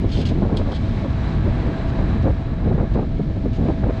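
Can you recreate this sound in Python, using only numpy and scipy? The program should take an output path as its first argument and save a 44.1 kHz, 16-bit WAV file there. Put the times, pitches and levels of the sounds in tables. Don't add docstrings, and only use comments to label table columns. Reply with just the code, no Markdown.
import sys
import numpy as np
from scipy import signal
from scipy.fft import rfft, irfft
from scipy.io import wavfile
from scipy.ndimage import uniform_filter1d, minimum_filter1d

SR = 44100
rng = np.random.default_rng(int(sys.argv[2]) if len(sys.argv) > 2 else 0)


def master_out(mix):
    frames = np.transpose(np.atleast_2d(mix))
    ceiling = np.clip(frames, -1, 1)
    pcm = np.round(ceiling * 32767).astype(np.int16)
    wavfile.write(sys.argv[1], SR, pcm)


N = 176400

# f/Hz, base width/Hz, level/dB
METAL_MODES = [(3155, 60, -1), (3255, 65, 0), (3430, 110, 1), (3540, 130, -3), (3850, 120, -2.5),
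               (4220, 60, -2), (4530, 97, -6), (4880, 70, -5), (5290, 68, -10.5), (6060, 170, -16.5),
               (6550, 170, -16), (7840, 200, -18.5), (8550, 180, -24.5), (9650, 150, -29)]


def undb(db):
    return 10 ** (np.asarray(db) / 20)


def unit(x):
    return x / np.sqrt(np.mean(x ** 2) + 1e-20)


def curve(rows):
    return undb(np.interp(np.arange(N) / SR, *np.array(rows).T))


def colour(x, points):
    hz, db = np.array(points).T
    f = np.maximum(np.arange(N // 2 + 1) * SR / N, 1)
    gain = undb(np.interp(np.log(f), np.log(hz), db))
    return unit(irfft(rfft(x) * gain, N))


def ring(x, hz, width):
    resonance = signal.iirpeak(hz, hz / width, fs=SR)
    once = signal.lfilter(*resonance, x)
    return unit(signal.lfilter(*resonance, once))


def walk(rate):
    f = np.arange(N // 2 + 1) * SR / N
    keep_slow = np.exp(-.5 * (f / rate) ** 2) * (f > 0)
    return unit(irfft(rfft(rng.standard_normal(N)) * keep_slow, N))


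def grains(rate, spread_db):
    return rng.standard_normal(N) * undb(spread_db * walk(rate))


def wavering_tone(hz, drift_hz):
    pitch_hz = hz + drift_hz * walk(10.4)
    waver_db = 2 * walk(7.1)
    return unit(np.sin(2 * np.pi * np.cumsum(pitch_hz) / SR) * undb(waver_db))


def loader():
    # f/Hz, width of the pitch wander/Hz, level relative to the whine/dB
    tones = [(656, 4, 0), (1305, 4, -16), (1706, 10, -17), (1761, 10, -20), (2252, 8, -25), (3863, 8, -28)]
    # t/s, level/dB
    whine_level = [(0, -47.5), (.9, -42.5), (1.5, -41.5), (2.1, -39.5), (2.4, -46), (2.9, -47),
                   (3.5, -44.5), (4, -40)]
    hum = undb(-33) * wavering_tone(hz=89.9, drift_hz=2.52)
    whine = sum(undb(db) * wavering_tone(hz, .5 * width) for hz, width, db in tones)
    return hum + curve(whine_level) * whine


def swell(centre, length):
    squareness = 2.34
    return np.exp(-np.abs((np.arange(N) / SR - centre) / (0.62 * length)) ** squareness)


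def wind():
    # f/Hz, level/dB
    rumble_spectrum = [(12, -21.5), (25, -2.5), (50, 1), (90, -1.5), (130, -3.5), (200, -7), (300, -13),
                       (450, -24.5), (800, -35), (2000, -90.5), (8000, -120)]
    # f/Hz, level/dB
    thump_spectrum = [(30, -14), (100, 0.5), (220, 3.5), (400, -3), (600, -10.5), (900, -23), (1400, -38.5),
                      (2200, -51.5), (4000, -82.5), (10000, -105)]
    # f/Hz, level/dB
    flutter_spectrum = [(200, -2), (500, 14), (900, 4), (1400, -6), (2000, -16), (2800, -22), (6000, -68),
                        (12000, -87.5)]
    # t/s, level/dB
    rumble_level = [(0, -17), (.4, -18.5), (.75, -18.5), (1.25, -21), (1.5, -17.5), (1.72, -18.5),
                    (1.95, -20), (2.25, -16), (2.4, -20), (2.65, -18), (3.0, -19), (3.35, -21), (4, -19)]
    # centre/s, length/s, level change/dB
    lulls = [(0.116, 0.027, -5), (0.75, 0.084, -6), (1.632, 0.039, -7), (1.742, 0.041, -2.5),
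             (2.364, 0.04, -7), (2.441, 0.018, -11), (2.564, 0.089, -2), (2.891, 0.016, -13.5),
             (3.339, 0.027, -6), (3.542, 0.03, -4), (3.96, 0.073, -4.5)]
    # centre/s, length/s, thump level/dB, flutter relative to the thump/dB
    gusts = [(0.047, 0.021, -18, -23), (0.194, 0.044, -22, -25), (0.316, 0.023, -18.5, -12.5),
             (0.377, 0.042, -25.5, -17), (0.438, 0.05, -21, -8), (0.531, 0.085, -23.5, -8.5),
             (0.603, 0.033, -25, -2.5), (0.677, 0.032, -31.5, 4), (0.719, 0.034, -24.5, -4.5),
             (1.049, 0.028, -24, -7.5), (1.475, 0.034, -22.5, -6.5), (1.67, 0.11, -25.5, -26),
             (2.002, 0.071, -26, -8.5), (2.16, 0.029, -25.5, -28), (2.269, 0.045, -19, -8),
             (2.302, 0.018, -24, -5.5), (2.676, 0.027, -18, -31), (2.717, 0.021, -16, -14.5),
             (2.75, 0.03, -25.5, -16), (2.783, 0.0065, -15, -9), (2.799, 0.025, -24.5, -0.5),
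             (2.834, 0.031, -18, -22), (2.963, 0.018, -14.5, -10), (2.974, 0.01, -24.5, 1.5),
             (2.991, 0.01, -23, -2.5), (3.007, 0.06, -22.5, -9), (3.203, 0.013, -19.5, -22),
             (3.297, 0.095, -32.5, -12), (3.37, 0.022, -26.5, -15), (3.461, 0.028, -18, -17.5),
             (3.624, 0.08, -20.5, -24), (3.666, 0.052, -22.5, -14), (3.698, 0.022, -15, -9),
             (3.837, 0.018, -21, -8), (3.876, 0.05, -23.5, -9), (3.896, 0.015, -27, 3),
             (3.908, 0.0052, -26.5, 7)]
    thump_power = flutter_power = 0
    for centre, length, db, flutter_db in gusts:
        shape = swell(centre, length)
        thump_power += (undb(db) * shape) ** 2
        flutter_power += (undb(db + flutter_db) * shape) ** 2
    lull_db = sum(db * swell(centre, length) for centre, length, db in lulls)
    swirls = walk(rate=91)
    rumble = colour(rng.standard_normal(N), rumble_spectrum) * curve(rumble_level) * undb(lull_db)
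    thump = colour(rng.standard_normal(N) * undb(1.5 * swirls), thump_spectrum)
    flutter = colour(rng.standard_normal(N) * undb(4.5 * swirls), flutter_spectrum)
    return rumble + thump * np.sqrt(thump_power) + flutter * np.sqrt(flutter_power)


def scrapes():
    # f/Hz, level/dB
    rub_spectrum = [(1200, -11.5), (2300, -2), (2900, 3), (3250, -2.5), (3800, -3.5), (4400, -5.5),
                    (5200, -9), (5700, -12.5), (6600, -12.5), (8500, -28), (10500, -33.5), (14000, -48.5)]
    # start/s, time until the fade/s, rasp level/dB, ringing relative to the rasp/dB
    rubs = [(0.087, 0.026, -48.5, -3), (0.115, 0.097, -44, 3), (0.211, 0.023, -46.5, -3),
            (0.251, 0.026, -39, -4), (0.285, 0.0082, -41, 1.5), (0.563, 0.005, -49, 4),
            (0.582, .008, -46, 0), (0.715, 0.0061, -49, 9), (0.743, 0.025, -51, 8.5),
            (1.868, 0.037, -49, -18), (2.22, 0.016, -51, -8), (2.934, 0.011, -54.5, 1),
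            (3.529, 0.042, -48.5, -15)]
    attack_s, decay_s = .004, 0.01
    t = np.arange(N) / SR
    rasp = colour(grains(rate=400, spread_db=1.5), rub_spectrum)
    slips = colour(grains(rate=400, spread_db=1.5), rub_spectrum)
    ringing = unit(sum(undb(db) * ring(slips, hz, 1.6 * width) for hz, width, db in METAL_MODES))
    out = 0
    for start, length, db, ring_db in rubs:
        rise = np.clip((t - start) / attack_s, 0, 1)
        fade = np.exp(-np.maximum(t - start - length, 0) / decay_s)
        out += undb(db) * rise * fade * (rasp + undb(ring_db) * ringing)
    return out


def clinks():
    # t/s, level/dB, crack relative to that level/dB
    knocks = [(.128, -45, -4), (0.156, -48, 4), (0.212, -43, 4), (0.261, -38, 1), (.57, -34.5, 4),
              (.7395, -43, -5)]
    # f/Hz, level/dB
    crack_spectrum = [(1500, -20), (3300, 7), (4500, 2.5), (6000, -18), (8200, -13), (10500, -26.5),
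                      (14000, -41)]
    rise_s, crack_decay_s = .0005, 0.0069
    damping = 0.54
    t = np.arange(N) / SR
    crack = colour(rng.standard_normal(N), crack_spectrum) * np.exp(-t / crack_decay_s)
    rise = 1 - np.exp(-(t / rise_s) ** 2)
    out = 0
    for start, db, crack_db in knocks:
        ringing = 0
        for hz, width, mode_db in METAL_MODES:
            tone = np.sin(2 * np.pi * hz * t + rng.uniform(0, 2 * np.pi))
            ringing += undb(mode_db) * tone * np.exp(-np.pi * width * damping * t)
        clink = rise * (ringing + undb(crack_db) * crack)
        out += undb(db) * np.pad(clink, (int(start * SR), 0))[:N]
    return out


def pouring_grain():
    # f/Hz, level/dB
    rush_spectrum = [(150, -8), (350, -4.5), (600, 0.5), (850, -0.5), (1300, -6.5), (1700, -8.5),
                     (2100, -13), (2800, -19), (4000, -30), (12000, -73)]
    # f/Hz, level/dB
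    hiss_spectrum = [(1200, -10), (2200, 6.5), (2800, -0.5), (3250, 1.5), (3600, 0.5), (4050, 0),
                     (4700, -5), (5700, -11.5), (7800, -19), (9500, -30.5), (12000, -51), (15000, -71)]
    # t/s, level/dB
    rush_level = [(0, -42.5), (.8, -41), (1.3, -36.5), (1.6, -36), (2.1, -36), (2.4, -41.5), (2.7, -38.5),
                  (2.92, -41.5), (3.15, -46.5), (3.35, -47), (3.6, -43.5), (4, -40)]
    # t/s, level/dB
    hiss_level = [(0, -47.5), (.5, -49.5), (.85, -46.5), (1.1, -47.5), (1.6, -47.5), (2.15, -49),
                  (2.48, -52), (2.6, -52), (3.25, -52.5), (3.5, -50.5), (3.75, -49.5), (4, -49.5)]
    # f/Hz, base width/Hz, level relative to the rush/dB
    spout_modes = [(1125, 47, -17), (1609, 45, -17), (1680, 31, -19), (1781, 18, -25), (3840, 85, -24.5),
                   (3973, 90, -27), (4062, 19, -27), (7525, 40, -46), (8120, 35, -45)]
    rush = colour(grains(rate=300, spread_db=0.5), rush_spectrum)
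    hiss = colour(grains(rate=900, spread_db=0.5), hiss_spectrum)
    spout = sum(undb(db) * ring(grains(rate=900, spread_db=0.5), hz, 1.2 * width)
                for hz, width, db in spout_modes)
    stream = (rush + spout) * curve(rush_level) + hiss * curve(hiss_level)
    flicker_db = 0.74 * walk(5.6)
    return stream * undb(flicker_db)


def scene():
    return (pouring_grain() + loader() + wind() + scrapes() + clinks())[None]


def record(dry):
    ceiling_db, top_hz = -7, 14500
    gain = np.minimum(1, undb(ceiling_db) / (np.abs(dry) + 1e-9))
    gain = minimum_filter1d(gain, size=441)
    gain = uniform_filter1d(uniform_filter1d(gain, size=221), size=221)
    treble_cut = signal.ellip(8, .2, 70, top_hz, fs=SR, output="sos")
    return signal.sosfilt(treble_cut, dry * gain)


dry = scene()
out = record(dry)
master_out(out)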